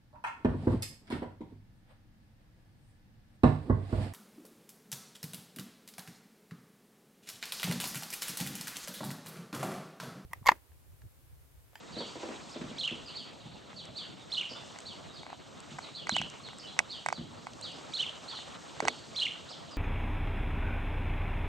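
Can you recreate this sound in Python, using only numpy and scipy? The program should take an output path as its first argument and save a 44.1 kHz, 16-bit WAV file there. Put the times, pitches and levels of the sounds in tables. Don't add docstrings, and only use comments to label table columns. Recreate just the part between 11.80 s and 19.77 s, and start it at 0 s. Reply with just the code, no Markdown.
import sys
import numpy as np
from scipy import signal
from scipy.io import wavfile

SR = 44100
rng = np.random.default_rng(int(sys.argv[2]) if len(sys.argv) > 2 else 0)


def unload_wav(signal):
    wavfile.write(
        sys.argv[1],
        SR,
        np.round(np.clip(np.atleast_2d(signal).T, -1, 1) * 32767).astype(np.int16),
    )


N = 351477


def whistle(out, start_s, shape, call_db, pitch, rasp_db):
    knots_s, hz, shape_db = np.transpose(shape)
    t = np.arange(int(knots_s[-1] * SR)) / SR
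    jitter = rng.uniform(-1.7, 1.7, (2, 100))
    pitch_flutter, level_flutter = [np.interp(t, np.arange(100) * .0016, v) for v in jitter]
    glide_hz = pitch * np.interp(t, knots_s, hz) * (1 + .004 * rasp_db * pitch_flutter)
    phase = 2 * np.pi * np.cumsum(glide_hz) / SR
    fade = np.clip(np.minimum(t, t[-1] - t) / .004, 0, 1)
    level = from_db(call_db + np.interp(t, knots_s, shape_db) + rasp_db * level_flutter) * fade
    breath = filtered(rng.standard_normal(len(t)), (3000, 8500), "band")
    voice = np.sin(phase) + from_db(-29) * np.sin(2 * phase) + from_db(-17) * breath
    i = int(start_s * SR)
    out[i:i + len(t)] += (level * voice)[:N - i]


# t/s, f/Hz, level/dB
SCRATCHY_RISE = [(0, 4150, -14), (.018, 4750, -5), (.028, 6900, -12)]
CLEAR_BODY = [(0, 2700, -16), (.006, 3750, -11), (.013, 4230, -7), (.027, 4180, -6), (.034, 3250, -9),
              (.046, 4100, -13), (.052, 3300, -18), (.056, 2900, -7), (.066, 2970, -2), (.078, 3250, -4),
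              (.085, 3750, -10), (.09, 3100, -20), (.096, 2900, 0.5), (.102, 2800, -4), (.108, 2250, -20)]
SCRATCHY_MIDDLE = [(0, 3600, -6), (.012, 4400, 0), (.03, 3900, -3), (.05, 4300, -10)]
HOARSE_TAIL = [(0, 2700, -3), (.008, 2100, -4), (.022, 3400, -4), (.045, 2800, -5), (.08, 3300, -13)]
# t/s, level/dB
CHIRRUP_CUES = [(.980, -26.5), (2.516, -26), (4.289, -26.5), (6.133, -25.5), (7.358, -24)]


def near_sparrow():
    out = np.zeros(N)
    for s, db in CHIRRUP_CUES:
        pitch = rng.normal(1, .006)
        whistle(out, s - .019, SCRATCHY_RISE, db - 19, pitch, rasp_db=8)
        whistle(out, s - .019, SCRATCHY_RISE, db - 24, pitch / 2, rasp_db=8)
        whistle(out, s + .104, HOARSE_TAIL, db - 17, pitch, rasp_db=11)
        whistle(out, s + .034, SCRATCHY_MIDDLE, db - 17, pitch, rasp_db=11)
        whistle(out, s, CLEAR_BODY, db, pitch, rasp_db=3.6)
    return out


# t/s, f/Hz, level/dB
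CHEEP_SHAPE = [(0, 3590, -16), (.008, 4090, -4), (.018, 4400, -2), (.026, 4700, 0), (.032, 3800, -5),
               (.045, 3450, -7), (.065, 3150, -9), (.095, 2750, -15)]
SLUR_SHAPE = [(0, 4200, -12), (.008, 4400, -4), (.022, 4250, -1), (.042, 3600, 0), (.055, 3100, -5),
              (.075, 2800, -10)]
FLICK_SHAPE = [(0, 3100, -14), (.015, 3900, -8), (.023, 4600, 0), (.035, 5500, -7), (.046, 4300, -1),
               (.064, 3000, -2), (.078, 4100, -6), (.086, 4200, -14)]
SCOLD_SHAPE = [(0, 4700, 0), (.012, 4750, 0), (.03, 4500, -3), (.05, 4300, -12)]
# t/s, level/dB
CHEEP_CUES = [(0.167, -37), (1.345, -38), (2.152, -36), (3.052, -39.5), (4.141, -37.5), (5.091, -35.5),
              (5.817, -35.5), (6.474, -38.5), (7.058, -41.5)]
# t/s, level/dB, pitch/ratio
SLUR_CUES = [(0.117, -47, 1.05), (1.255, -46.5, 1.13), (1.955, -45, 1.04), (3.336, -48, 1.11),
             (4.631, -44, 1), (5.328, -45.5, 1.07), (6.537, -42, 0.98)]
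FLICK_CUES = [(0.694, -48, 1), (7.674, -43.5, 1)]
SCOLD_CUES = [(2.688, -49, 1), (4.79, -53, 1), (5.93, -56, .95)]
# t/s, start f/Hz, end f/Hz, level/dB
PEEP_CUES = [(0.262, 4670, 4530, -50), (1.28, 2586, 3320, -48), (1.589, 4190, 3500, -55.5),
             (1.625, 2880, 3330, -62), (3.29, 3980, 3600, -54), (4.021, 4530, 3500, -45.5),
             (2.397, 3880, 3500, -54.5), (2.715, 2900, 3150, -47.5), (2.751, 3360, 3750, -46),
             (2.77, 3100, 2780, -53), (3.603, 2990, 3370, -61), (4.83, 3150, 2910, -47.5),
             (4.865, 3550, 3250, -46), (4.867, 3950, 4050, -47), (4.91, 3000, 3620, -50),
             (5.393, 3400, 3230, -54), (7.157, 4590, 4480, -54), (7.765, 3100, 3200, -63),
             (7.91, 5080, 4470, -46)]


def far_sparrows():
    out = np.zeros(N)
    for s, db in CHEEP_CUES:
        whistle(out, s, CHEEP_SHAPE, db, pitch=rng.normal(1, .006), rasp_db=4.3)
    for s, db, pitch in SLUR_CUES:
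        whistle(out, s, SLUR_SHAPE, db, pitch, rasp_db=5)
    for s, db, pitch in FLICK_CUES:
        whistle(out, s, FLICK_SHAPE, db, pitch, rasp_db=4.5)
    for s, db, pitch in SCOLD_CUES:
        whistle(out, s, SCOLD_SHAPE, db, pitch, rasp_db=8)
        whistle(out, s, SCOLD_SHAPE, db - 2, pitch * 1.14, rasp_db=8)
    for s, start_hz, end_hz, db in PEEP_CUES:
        glide = [(0, start_hz, -6), (.02, (start_hz + end_hz) / 2, 0), (.04, end_hz, -6)]
        whistle(out, s, glide, db, pitch=1, rasp_db=5)
    return out


# t/s, level/dB, hardness/(dB per octave)
CLICK_CUES = [(1.93, -42.5, 1.5), (2.835, -39, -6), (2.96, -42, 3.5), (2.987, -41.5, 2), (3.432, -36, -1.5),
              (3.465, -37.5, 1), (3.501, -36, -3), (3.529, -29.5, -14), (3.958, -47, -7), (3.985, -32, -1),
              (3.989, -30, -2.5), (4.27, -39.5, 10), (4.293, -18, 0), (4.365, -23.5, 3.5),
              (4.415, -25.5, 2), (4.687, -41, 2), (4.731, -37.5, -2), (4.966, -36.5, -3), (4.99, -20.5, 9),
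              (5.002, -25.5, -14), (5.261, -21, -0.5), (5.286, -20.5, 0.5), (5.302, -35, 2),
              (5.326, -19.5, -3.5), (5.669, -28, -4.5), (6.011, -42, -1), (6.589, -38, 0),
              (6.966, -35.5, -7), (7.003, -18, -2.5), (7.052, -25, 0), (7.075, -27.5, 4),
              (7.082, -15.5, 3.5)]
# t/s, level/dB
TICK_CUES = [(2.054, -48), (2.987, -40.5), (3.003, -48), (3.803, -43), (4.5, -42.5), (4.785, -47.5),
             (5.734, -46), (5.812, -45.5), (5.919, -48), (6.221, -48), (6.683, -51.5)]
# f/Hz, level/dB, T60/s
SHELL_MODES = [(742, 3, 0.0065), (1340, 0.5, 0.01), (1584, -5, 0.013), (1974, -8, 0.014),
               (2233, -4.5, 0.037), (2530, -18.5, 0.022)]
BUTTON_MODES = [(3060, -6, 0.007), (3650, -9, 0.006), (4480, -9, 0.008), (4920, -5, 0.008),
                (6020, -1, 0.005), (7050, -5, 0.006), (8140, 3, 0.0023)]


def finger_clicks():
    s, db, hardness = np.transpose(CLICK_CUES)
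    tick_s, tick_db = np.transpose(TICK_CUES)
    shell = strike(s, db, hardness, SHELL_MODES, spread_db=2.5)
    shell = filtered(shell, 480, "high")
    snap_db = db - 13 + 1.3 * hardness + .44 * (db + 30)
    tilt = np.r_[np.zeros(len(s)), np.full(len(tick_s), 5)]
    button = strike(np.r_[s, tick_s], np.r_[snap_db, tick_db], tilt, BUTTON_MODES, spread_db=4)
    latest_click = np.clip(np.searchsorted(s, np.arange(N) / SR) - 1, 0, None)
    lean_db = .15 * np.clip(db + 38, 0, None)[latest_click]
    left = from_db(-lean_db) * shell + button
    right = delay(from_db(lean_db) * shell, .00012) + button
    bounced = np.array([side + from_db(-4) * delay(side, .0011) for side in (left, right)])
    return bounced + grit(s, snap_db - 12, t60=.035, band_hz=(2300, 9000))


# t/s, level/dB, hardness/(dB per octave)
HOOF_CUES = [(0.166, -36.5, 3.5), (0.204, -44.5, 7.5), (0.354, -47.5, 7.5), (0.43, -44, 8.5),
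             (0.486, -37, 3), (0.759, -40, 3), (0.812, -28, -3.5), (0.848, -44, 0.5), (0.913, -43, 0.5),
             (1.112, -31.5, -4), (1.655, -27, -30), (2.712, -56, 9), (3.914, -31.5, -13.5),
             (4.32, -22.5, -16), (4.398, -25, -21), (5.379, -28, -10.5), (5.409, -28.5, -12.5),
             (5.949, -36, -4), (7.023, -33.5, 4), (7.06, -43, -1)]
# f/Hz, level/dB, T60/s
BOARD_MODES = [(147.7, -12.5, 0.078), (237, -4.5, 0.1), (338, -7.5, 0.11), (424, -8, 0.049),
               (566, -0.5, 0.015), (730, -13.5, 0.039), (966, -12, 0.016)]


def hooves(scuff_s=.03):
    s, db, hardness = np.transpose(HOOF_CUES)
    lag = np.c_[np.zeros(len(s)), rng.random((len(s), 5))]
    contact_s = (s[:, None] + scuff_s * lag).ravel()
    contact_db = (db[:, None] - 9 * lag - 3 * (lag > 0)).ravel()
    boards = strike(contact_s, contact_db, np.repeat(hardness, 6), BOARD_MODES, spread_db=2.5)
    earth = grit(s, db - 7.5 + 1.4 * hardness, t60=.21, band_hz=(350, 2400))
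    return filtered(boards, (80, 1000), "band"), earth


def strike(times, blow_db, hardness, modes, spread_db):
    onsets, out = (times * SR).astype(int), np.zeros(N)
    scatter_db = spread_db * rng.standard_normal((len(onsets), len(modes)))
    for k, (hz, mode_db, t60) in enumerate(modes):
        tilt_db = hardness * np.log2(hz / modes[0][0])
        blows = np.full(N, 1e-18)
        blows[onsets] = from_db(blow_db + mode_db + tilt_db + scatter_db[:, k])
        r, w = from_db(-60 / (t60 * SR)), 2 * np.pi * hz / SR
        out += (-1) ** k * signal.lfilter([0, np.sin(w)], [1, -2 * r * np.cos(w), r * r], blows)
    return out


def grit(times, blow_db, t60, band_hz):
    blows = np.full(N, 1e-18)
    blows[(times * SR).astype(int)] = from_db(blow_db)
    envelope = signal.lfilter([1], [1, -from_db(-60 / (t60 * SR))], blows)
    noise = stereo(*rng.standard_normal((2, N)), correlation=.35)
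    return filtered(envelope * noise, band_hz, "band")


def flock(calls_per_s=25):
    out = np.zeros(N)
    for when, kind, distance, tuning in rng.random((200, 4))[:int(calls_per_s * N / SR)]:
        shape = CHEEP_SHAPE if kind < .5 else SLUR_SHAPE
        whistle(out, when * N / SR, shape, -60.5 - 5 * distance, pitch=.88 + .17 * tuning, rasp_db=5)
    return out


def shed(x, low_t60=.5, treble_t60=.4, crossover_hz=3600):
    t = np.arange(SR // 2) / SR
    white = rng.standard_normal((2, 2, len(t)))
    low_decay = from_db(-60 * t / low_t60)
    dull = filtered(white, crossover_hz, "low") * low_decay
    bright = filtered(white, crossover_hz, "high") * from_db(-1.5 - 60 * t / treble_t60)
    mid, side = (dull - bright) * np.clip(t / .0074, 0, 1)
    tails = np.array([mid + .28 * side, mid - .28 * side]) / np.sqrt(np.sum(low_decay ** 2))
    wet = signal.fftconvolve(x[None, None], tails, axes=2)[:, :, :N]
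    angle = 1.3 * drift(60)
    return np.cos(angle) * wet[:, 0] + np.sin(angle) * wet[:, 1]


# t/s, level/dB
HISS_LEVEL = [(0.0, -60.5), (0.35, -54.5), (1.28, -61.5), (1.75, -66.5), (2.53, -61.5), (2.66, -60),
              (2.93, -57.5), (3.55, -65.5), (4.06, -58.5), (4.22, -65.5), (4.3, -60.5), (5.24, -61.5),
              (5.46, -63.5), (5.68, -61), (5.88, -58), (6.5, -57), (6.79, -56.5), (7.97, -60.5)]
# f/Hz, relative density/dB
HUM_CURVE = [(12, -53), (20, -41), (68, -8), (157, -1), (321, -7), (386, -10.5), (600, -7.5), (780, -67),
             (1320, -120)]
RUSTLE_CURVE = [(180, -43), (300, -3.5), (389, -6), (1060, -3), (1750, -11.5), (1910, -14), (2550, -11.5),
                (3000, 2), (3900, -30), (6600, -120)]
HISS_CURVE = [(1200, -42), (2000, -32), (3500, -5.5), (5300, 1), (7000, -1.5), (8800, -3.5), (12000, -24.5),
              (16000, -36.5)]


def ambience():
    hiss_db = np.interp(np.arange(N) / SR, *np.transpose(HISS_LEVEL))
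    rustle_db = -52 + .63 * (hiss_db - hiss_db.mean())
    hum = from_db(-52.5) * noise_bed(HUM_CURVE, flicker_db=2.3)
    rustle = from_db(rustle_db) * noise_bed(RUSTLE_CURVE, flicker_db=2.4)
    hiss = from_db(hiss_db) * noise_bed(HISS_CURVE, flicker_db=1.2)
    return hum + rustle + hiss


# f/Hz, left-right correlation/ratio
BED_IMAGE = [(60, 0.11), (180, 0.068), (550, 0.024), (1650, 0.47), (4000, 1), (8000, 1), (15000, .93)]


def noise_bed(curve, flicker_db):
    out, shared_flicker = 0, drift(13.5)
    edges_hz = 22 * 2 ** np.arange(0, 10, .5)
    white = rng.standard_normal((2, 2, N))
    for k, (low, high) in enumerate(zip(edges_hz, edges_hz[1:])):
        hz = np.sqrt(low * high)
        band_db = at_hz(curve, hz)
        if band_db < -45:
            continue
        mid, side = filtered(white[k % 2], (low, high), "band")
        gain = from_db(band_db + flicker_db * (.7 * shared_flicker + drift(22)))
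        out = out + gain * stereo(mid, side, at_hz(BED_IMAGE, hz))
    return unit_rms(out)


def drift(rate_hz):
    step = 40
    r = np.exp(-2 * np.pi * rate_hz * step / SR)
    slow = signal.lfilter([1], [1, -2 * r, r * r], rng.standard_normal(N // step + 2002))[2000:]
    return np.interp(np.arange(N) / step, np.arange(len(slow)), unit_rms(slow))


def from_db(db):
    return 10 ** (np.asarray(db) / 20)


def unit_rms(x):
    return x / np.sqrt(np.mean(x ** 2) + 1e-20)


def at_hz(curve, hz):
    knots_hz, values = np.transpose(curve)
    return np.interp(np.log(hz), np.log(knots_hz), values)


def filtered(x, hz, kind, order=2):
    return signal.sosfilt(signal.butter(order, hz, kind, fs=SR, output="sos"), x)


def stereo(mid, side, correlation):
    return np.sqrt(1 + correlation) * mid + np.sqrt(1 - correlation) * side * [[1], [-1]]


def delay(x, seconds):
    return np.interp(np.arange(N) - seconds * SR, np.arange(N), x)


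def pan_right(db):
    return from_db([[-db / 2], [db / 2]])


def scene():
    near, far = near_sparrow(), far_sparrows()
    knocks, earth = hooves()
    send = from_db(-9) * near + from_db(-2.5) * far + from_db(-3) * knocks + flock()
    reverb = shed(send)
    birds = (near + from_db(-2) * far) * pan_right(3)
    steps = knocks * pan_right(1.2) + earth
    return birds + steps + reverb + finger_clicks() + ambience() * pan_right(.5)


def record(dry):
    steady_hiss = from_db(-65.5) * rng.standard_normal(N)
    mix = filtered(dry + steady_hiss, 45, "high", order=3)
    body = signal.sosfilt(signal.ellip(10, .5, 52, 8850, fs=SR, output="sos"), mix)
    sheen = signal.sosfilt(signal.ellip(4, 1, 30, (11200, 15200), "band", fs=SR, output="sos"), mix)
    top_cut = signal.cheby2(12, 70, 15700, fs=SR, output="sos")
    return signal.sosfilt(top_cut, body + from_db(-13.5) * sheen)


dry = scene()
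out = record(dry)
unload_wav(out)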